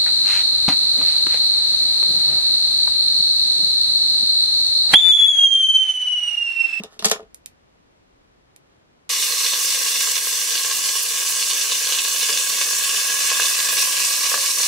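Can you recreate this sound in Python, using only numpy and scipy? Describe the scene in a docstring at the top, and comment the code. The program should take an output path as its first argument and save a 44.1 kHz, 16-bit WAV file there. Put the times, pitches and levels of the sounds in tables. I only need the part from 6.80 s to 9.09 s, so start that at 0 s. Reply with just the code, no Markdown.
"""A clothes-lined closet, a camera's stereo microphone close to a wooden dressing table.
A plastic powder compact and a brush handle clatter on the wood: each knock is a short rattle of hard
contacts that cracks brightly and rings the hollow case and table top. Bristles and case drag softly.
Three small dry ticks of the lid follow, the last with a faint rustle of the arm, over quiet room tone."""
import sys
import numpy as np
from scipy import signal
from scipy.fft import rfft, irfft
from scipy.io import wavfile

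SR = 44100
rng = np.random.default_rng(int(sys.argv[2]) if len(sys.argv) > 2 else 0)


def unload_audio(sound):
    """Save the sound as a 16-bit wav file, at the path given as the first command line argument."""
    columns = np.transpose(np.atleast_2d(sound))
    # keep every value between -1 and 1, then stretch to whole-number steps
    steps = np.round(np.clip(columns, -1, 1) * 32767)
    wavfile.write(sys.argv[1], SR, steps.astype(np.int16))


N = 101121
HZ = np.maximum(np.arange(N // 2 + 1) * SR / N, 1)

# Modes of the hollow case and table top. Each row: pitch in Hz, relative level in dB, T60 in seconds.
BODY_MODES = [(192.8, 0, 0.05), (439, -0.5, 0.076), (449.6, -3, 0.037), (531, -9.5, 0.075), (624, -7, .065),
              (673, 0.15, 0.046), (788, -11.5, 0.17), (878, -7, 0.041), (933, -11, 0.055),
              (1059, -2, 0.028), (1200, -3, 0.033), (1288, -10.5, .045), (1408, -8, 0.031),
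              (1801, -4, 0.017)]


def amp(db):
    """Decibels to gain."""
    return 10 ** (np.asarray(db) / 20)


def at_hz(points, hz):
    """Reads a table on a log-frequency axis."""
    return np.interp(np.log(hz), np.log(np.array(points)[:, 0]), np.array(points)[:, 1])


def filtered(x, response):
    """Applies a frequency response given on HZ."""
    return irfft(rfft(x) * response, N)


def high_pass(x, hz):
    """Steep bass cut."""
    return signal.sosfilt(signal.butter(4, hz, "high", fs=SR, output="sos"), x)


def resonance(x, hz, q):
    """One broad peak around hz."""
    return signal.lfilter(*signal.iirpeak(hz, q, fs=SR), x)


def ring(clicks, hz, t60):
    """Each click starts a sine that dies by 60 dB in t60 seconds."""
    decay, angle = amp(-60 / (t60 * SR)), 2 * np.pi * hz / SR
    return signal.lfilter([0, np.sin(angle)], [1, -2 * decay * np.cos(angle), decay ** 2], clicks + 1e-18)


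def add(out, start, x):
    """Mixes x in at start seconds."""
    i = int(start * SR)
    out[i:i + len(x)] += x[:N - i]


def room_tone():
    """Soft air and microphone hiss, centre and sides coloured apart; the lowest air swells at random."""
    # Spectra of the centre and the sides. Each row: frequency in Hz, relative level in dB.
    mid_colour = [(12, -34.5), (20, -8), (49, -0.5), (393, -9.5), (491, -10.5), (746, -14), (834, -15),
                  (3540, -24.5), (6720, -33), (11700, -47.5), (15500, -48)]
    side_colour = [(12, -70.5), (20, -38), (129, -4.5), (315, -0.5), (549, -3.5), (631, -4.5), (881, -5.5),
                   (4680, -19), (11400, -28.5), (13900, -35), (15500, -73)]
    rumble_hz, swell_db, left_lean = 58.6, 4.5, 0.11
    mid_noise, side_noise = rng.standard_normal((2, N))
    drift = filtered(rng.standard_normal(N), np.exp(-HZ / 5))
    mid = filtered(mid_noise, amp(at_hz(mid_colour, HZ)))
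    rumble = filtered(mid, 1 / (1 + (HZ / rumble_hz) ** 4))
    mid = mid - rumble + rumble * amp(swell_db * drift / drift.std())
    side = filtered(side_noise + left_lean * mid_noise, amp(at_hz(side_colour, HZ)))
    mid, side = amp(-61.5) * mid / mid.std(), amp(-59.5) * side / side.std()
    return np.array([mid + side, mid - side])


def air_puff():
    """A push of air at the microphone: one soft low bump, the same in both ports."""
    push = np.zeros(N)
    push[int(.187 * SR)] = amp(-49)
    return ring(push, hz=42, t60=.09)


def closet():
    """Stereo impulse response: early reflections off table and shelves, then a tail dying by band."""
    # Decay among the clothes. Each row: frequency in Hz, T60 in seconds.
    decay_times = [(200, .13), (1000, .17), (4000, .11), (7000, .1), (12000, .1)]
    # Colour of the reflections. Each row: frequency in Hz, relative level in dB.
    colour = [(300, 9), (1500, 1), (4000, 1), (9000, -4.5), (13000, 0.5)]
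    early_per_s, early_db, early_fall_s = 1500, 4.5, 0.0029
    t = np.arange(SR // 2) / SR
    edges = 100 * 2 ** np.arange(0, 7.6, .5)
    noise = rng.standard_normal((2, 2, len(t)))   # late and early, each left and right
    noise[1] *= (rng.random((2, len(t))) < early_per_s / SR) * np.sqrt(SR / early_per_s)
    response = 0
    for low, high in zip(edges, edges[1:]):
        hz = np.sqrt(low * high)
        late, early = signal.sosfilt(signal.butter(1, [low, high], "band", fs=SR, output="sos"), noise)
        late *= amp(-60 * t / at_hz(decay_times, hz))
        early *= amp(early_db) * np.exp(-t / early_fall_s)
        response += amp(at_hz(colour, hz)) * (late + early)
    fade_in = np.minimum(t / 0.00046, 1)
    return response / np.sqrt(np.sum(response ** 2) / 2) * fade_in


def microphone(x, lag_s, closet_db):
    """Direct sound reaches the nearer right port first and brighter; the closet answers on both."""
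    # Right port over left, then the response of both. Each row: frequency in Hz, gain in dB.
    right_over_left = [(300, -1), (2000, 1), (6000, 2), (12000, 6)]
    mic_response = [(1000, 0), (12000, 2), (13500, -9.5), (16000, -10)]
    lean = np.sqrt(amp(at_hz(right_over_left, HZ)))
    left = filtered(x, np.exp(-2j * np.pi * HZ * lag_s) / lean)
    right = filtered(x, lean)
    reflected = amp(closet_db) * signal.fftconvolve(x[None], closet(), axes=1)[:, :N]
    return filtered(np.array([left, right]) + reflected, amp(at_hz(mic_response, HZ)))


def widen(x):
    """The camera lifts the difference between its ports in the treble and narrows the bass."""
    # Stereo width. Each row: frequency in Hz, gain of the side signal in dB.
    side_gain = [(250, -11), (500, -7), (1000, 2), (2000, 9), (4000, 4), (8000, 4), (12000, 7)]
    mid = (x[0] + x[1]) / 2
    side = filtered((x[0] - x[1]) / 2, amp(at_hz(side_gain, HZ)))
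    return np.array([mid + side, mid - side])


def swish():
    """Bristles and case drag, and last the arm rustles: dense grains hiss and faintly stir the case."""
    # Each row: start, peak and end in seconds, gain in dB, centre of the hiss in Hz.
    strokes = [(0, 0.018, 0.24, -51, 1740), (0.077, 0.134, 0.21, -51, 3380),
               (0.203, .215, 0.29, -53.5, 3000), (0.26, 0.262, 0.35, -31, 3433),
               (0.3, 0.327, .42, -35, 1980), (.245, .25, .315, -30, 5000), (1.725, 1.926, 2.09, -66, 2262)]
    t, hiss = np.arange(N) / SR, np.zeros(N)
    for start, peak, end, db, hz in strokes:
        grains = rng.standard_normal(N) * rng.exponential(1, N)
        swell = np.interp(t, [start, peak, end], [0, 1, 0]) ** 2
        hiss += amp(db) * resonance(resonance(grains, hz, q=.6), hz, q=.6) * swell
    body = sum(amp(db) * ring(hiss, hz, t60) for hz, db, t60 in BODY_MODES)
    return hiss + amp(-23.5) * body


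def lid_ticks():
    """Each tick is one hard contact with three tiny bounces and a short ring of the lid, no bass."""
    # Each row: start in seconds, gain in dB, centre and bass cut in Hz, bright edge and lid ring in dB.
    snaps = [(0.5454, -20, 9030, 3800, -2.5, -30), (0.6600, -18, 6500, 2104, 3.5, -30.5),
             (1.7625, -33.5, 7100, 2130, 5.5, -21.5)]
    # Each row: delay after the contact in seconds, level against it in dB.
    bounces = [(.0005, -23), (.0016, -5), (.0028, -23)]
    out = np.zeros(N)
    for start, db, hz, cut_hz, edge_db, ring_db in snaps:
        clicks = np.zeros(1024)
        clicks[0] = 1
        for delay, bounce_db in bounces:
            clicks[int(delay * SR)] = amp(bounce_db) * rng.choice([-1, 1])
        edge = amp(edge_db) * np.diff(clicks, prepend=0)
        snap = high_pass(resonance(clicks, hz, q=.89) + edge, cut_hz)
        lid = amp(ring_db) * ring(clicks, hz=2282, t60=0.016)
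        add(out, start, amp(db) * (snap + lid))
    return out


def crack(db, hz, length_s):
    """A short rattle of hard contacts cracks in the treble; harder knocks have a brighter edge."""
    contacts_per_s, fall_s, flank_db = 4000, 0.00072, -2.5
    t = np.arange(1024) / SR
    contacts = rng.standard_normal(len(t)) * (rng.random(len(t)) < contacts_per_s / SR)
    contacts[0] = 1
    contacts *= np.exp(-np.maximum(t - length_s, 0) / fall_s)
    broad = resonance(contacts, hz, q=.8)
    edge = amp(-13.5 + 0.62 * db) * np.diff(broad, prepend=0)
    rattle = resonance(broad, hz, q=.8) + amp(flank_db) * broad + edge
    return amp(db) * rattle / np.abs(rattle).max()


def knocks():
    """Compact and handle hit the wood: each knock cracks at one of four places and rings every mode."""
    # Each row: start in seconds, crack level in dB, crack centre in Hz, rattle length in seconds,
    # body gain in dB, extra gain of the low thud in dB, body tilt in dB per octave.
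    blows = [(0.0002, -32.5, 3180, 0.00082, -43.5, 9.5, -6), (0.0358, -22, 4030, 0.00096, -41, -16, -7),
             (.0415, -38, 4200, 0.0051, -39, -17, -9.5), (.122, -55.5, 3000, 0.0021, -54.5, -9, 1),
             (0.1635, -53, 4030, 0.013, -57, -5.5, -4), (0.1926, -19, 4320, 0.0016, -43, -18, -8.5),
             (.2003, -30.5, 4029, 0.0018, -44.5, -15, -7.5),
             (0.2233, -22.5, 4012, 0.0019, -39.5, 15.5, 4.5), (0.2298, -32, 4500, 0.00072, -51.5, 0, 6.5),
             (0.2388, -31, 4550, 0.00069, -45, 2, -0.5), (0.2447, -5.5, 4713, 0.0045, -25.5, -0.5, 5),
             (0.2507, -9, 5240, 0.0059, -48, -10.5, 11), (0.2560, -1.5, 6253, 0.0038, -26.5, 5.5, -0.5),
             (.2640, -18.5, 3900, .004, -36.5, -8.5, 6), (.2750, -24.5, 3940, 0.0019, -39.5, -5, -4.5),
             (0.2836, -17, 4600, .0031, -38.5, -3.5, -3.5), (0.2971, -9.5, 5990, 0.0021, -40.5, -10, -1),
             (0.3131, -6.5, 5670, .004, -22.5, -2, 4), (.3195, -14.5, 3000, .003, -27.5, -10, 1.5),
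             (0.3538, -42.5, 4170, 0.0027, -39, -3.5, -3), (.3605, -46, 2980, 0.0035, -40.5, -18.5, 2.5),
             (0.3938, -51, 3600, 0.0033, -38.5, -35.5, -2), (.4035, -45, 3000, .003, -43.5, -23, -7.5),
             (.4165, -60, 2975, 0.0025, -45.5, -18.5, -6.5), (.4270, -51, 3020, 0.0037, -49.5, -28, -17),
             (.4480, -58, 3040, 0.0033, -53.5, -20, -12)]
    places, thud_below_hz, tilt_pivot_hz = 4, 300, 600
    spread_db, max_delay_s = 1.5, .003
    cracks, pushes = np.zeros((places, N)), np.zeros((len(BODY_MODES), N))
    for n, (start, crack_db, crack_hz, length_s, body_db, thud_db, tilt) in enumerate(blows):
        add(cracks[n % places], start, crack(crack_db, crack_hz, length_s))
        for k, (hz, mode_db, _) in enumerate(BODY_MODES):
            delay = max_delay_s * rng.random() * (hz > thud_below_hz)   # upper modes trail the crack
            db = body_db + mode_db + tilt * np.log2(hz / tilt_pivot_hz) + thud_db * (hz < thud_below_hz)
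            db += spread_db * rng.standard_normal()
            pushes[k, int((start + delay) * SR)] += amp(db) * (-1) ** k
    body = sum(ring(push, hz, t60) for push, (hz, _, t60) in zip(pushes, BODY_MODES))
    return cracks, high_pass(body, hz=145)


def scene():
    """Knocks, swish and ticks close to the microphone, the body drier than the cracks, over room tone."""
    knock_lag_s, tick_lag_s = 7.3e-5, 3.6e-5
    cracks, body = knocks()
    near = sum(microphone(place, knock_lag_s, closet_db=-1.5) for place in cracks)
    near += microphone(body + swish(), knock_lag_s, closet_db=-12)
    near += microphone(lid_ticks(), tick_lag_s, closet_db=-5)
    return widen(near) + air_puff() + room_tone()


def record(dry):
    """Any peak above full scale clips, and the highest treble is cut."""
    cutoff_hz = 15746
    return signal.sosfilt(signal.cheby2(12, 60, cutoff_hz, fs=SR, output="sos"), np.clip(dry, -1, 1))


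dry = scene()
out = record(dry)
unload_audio(out)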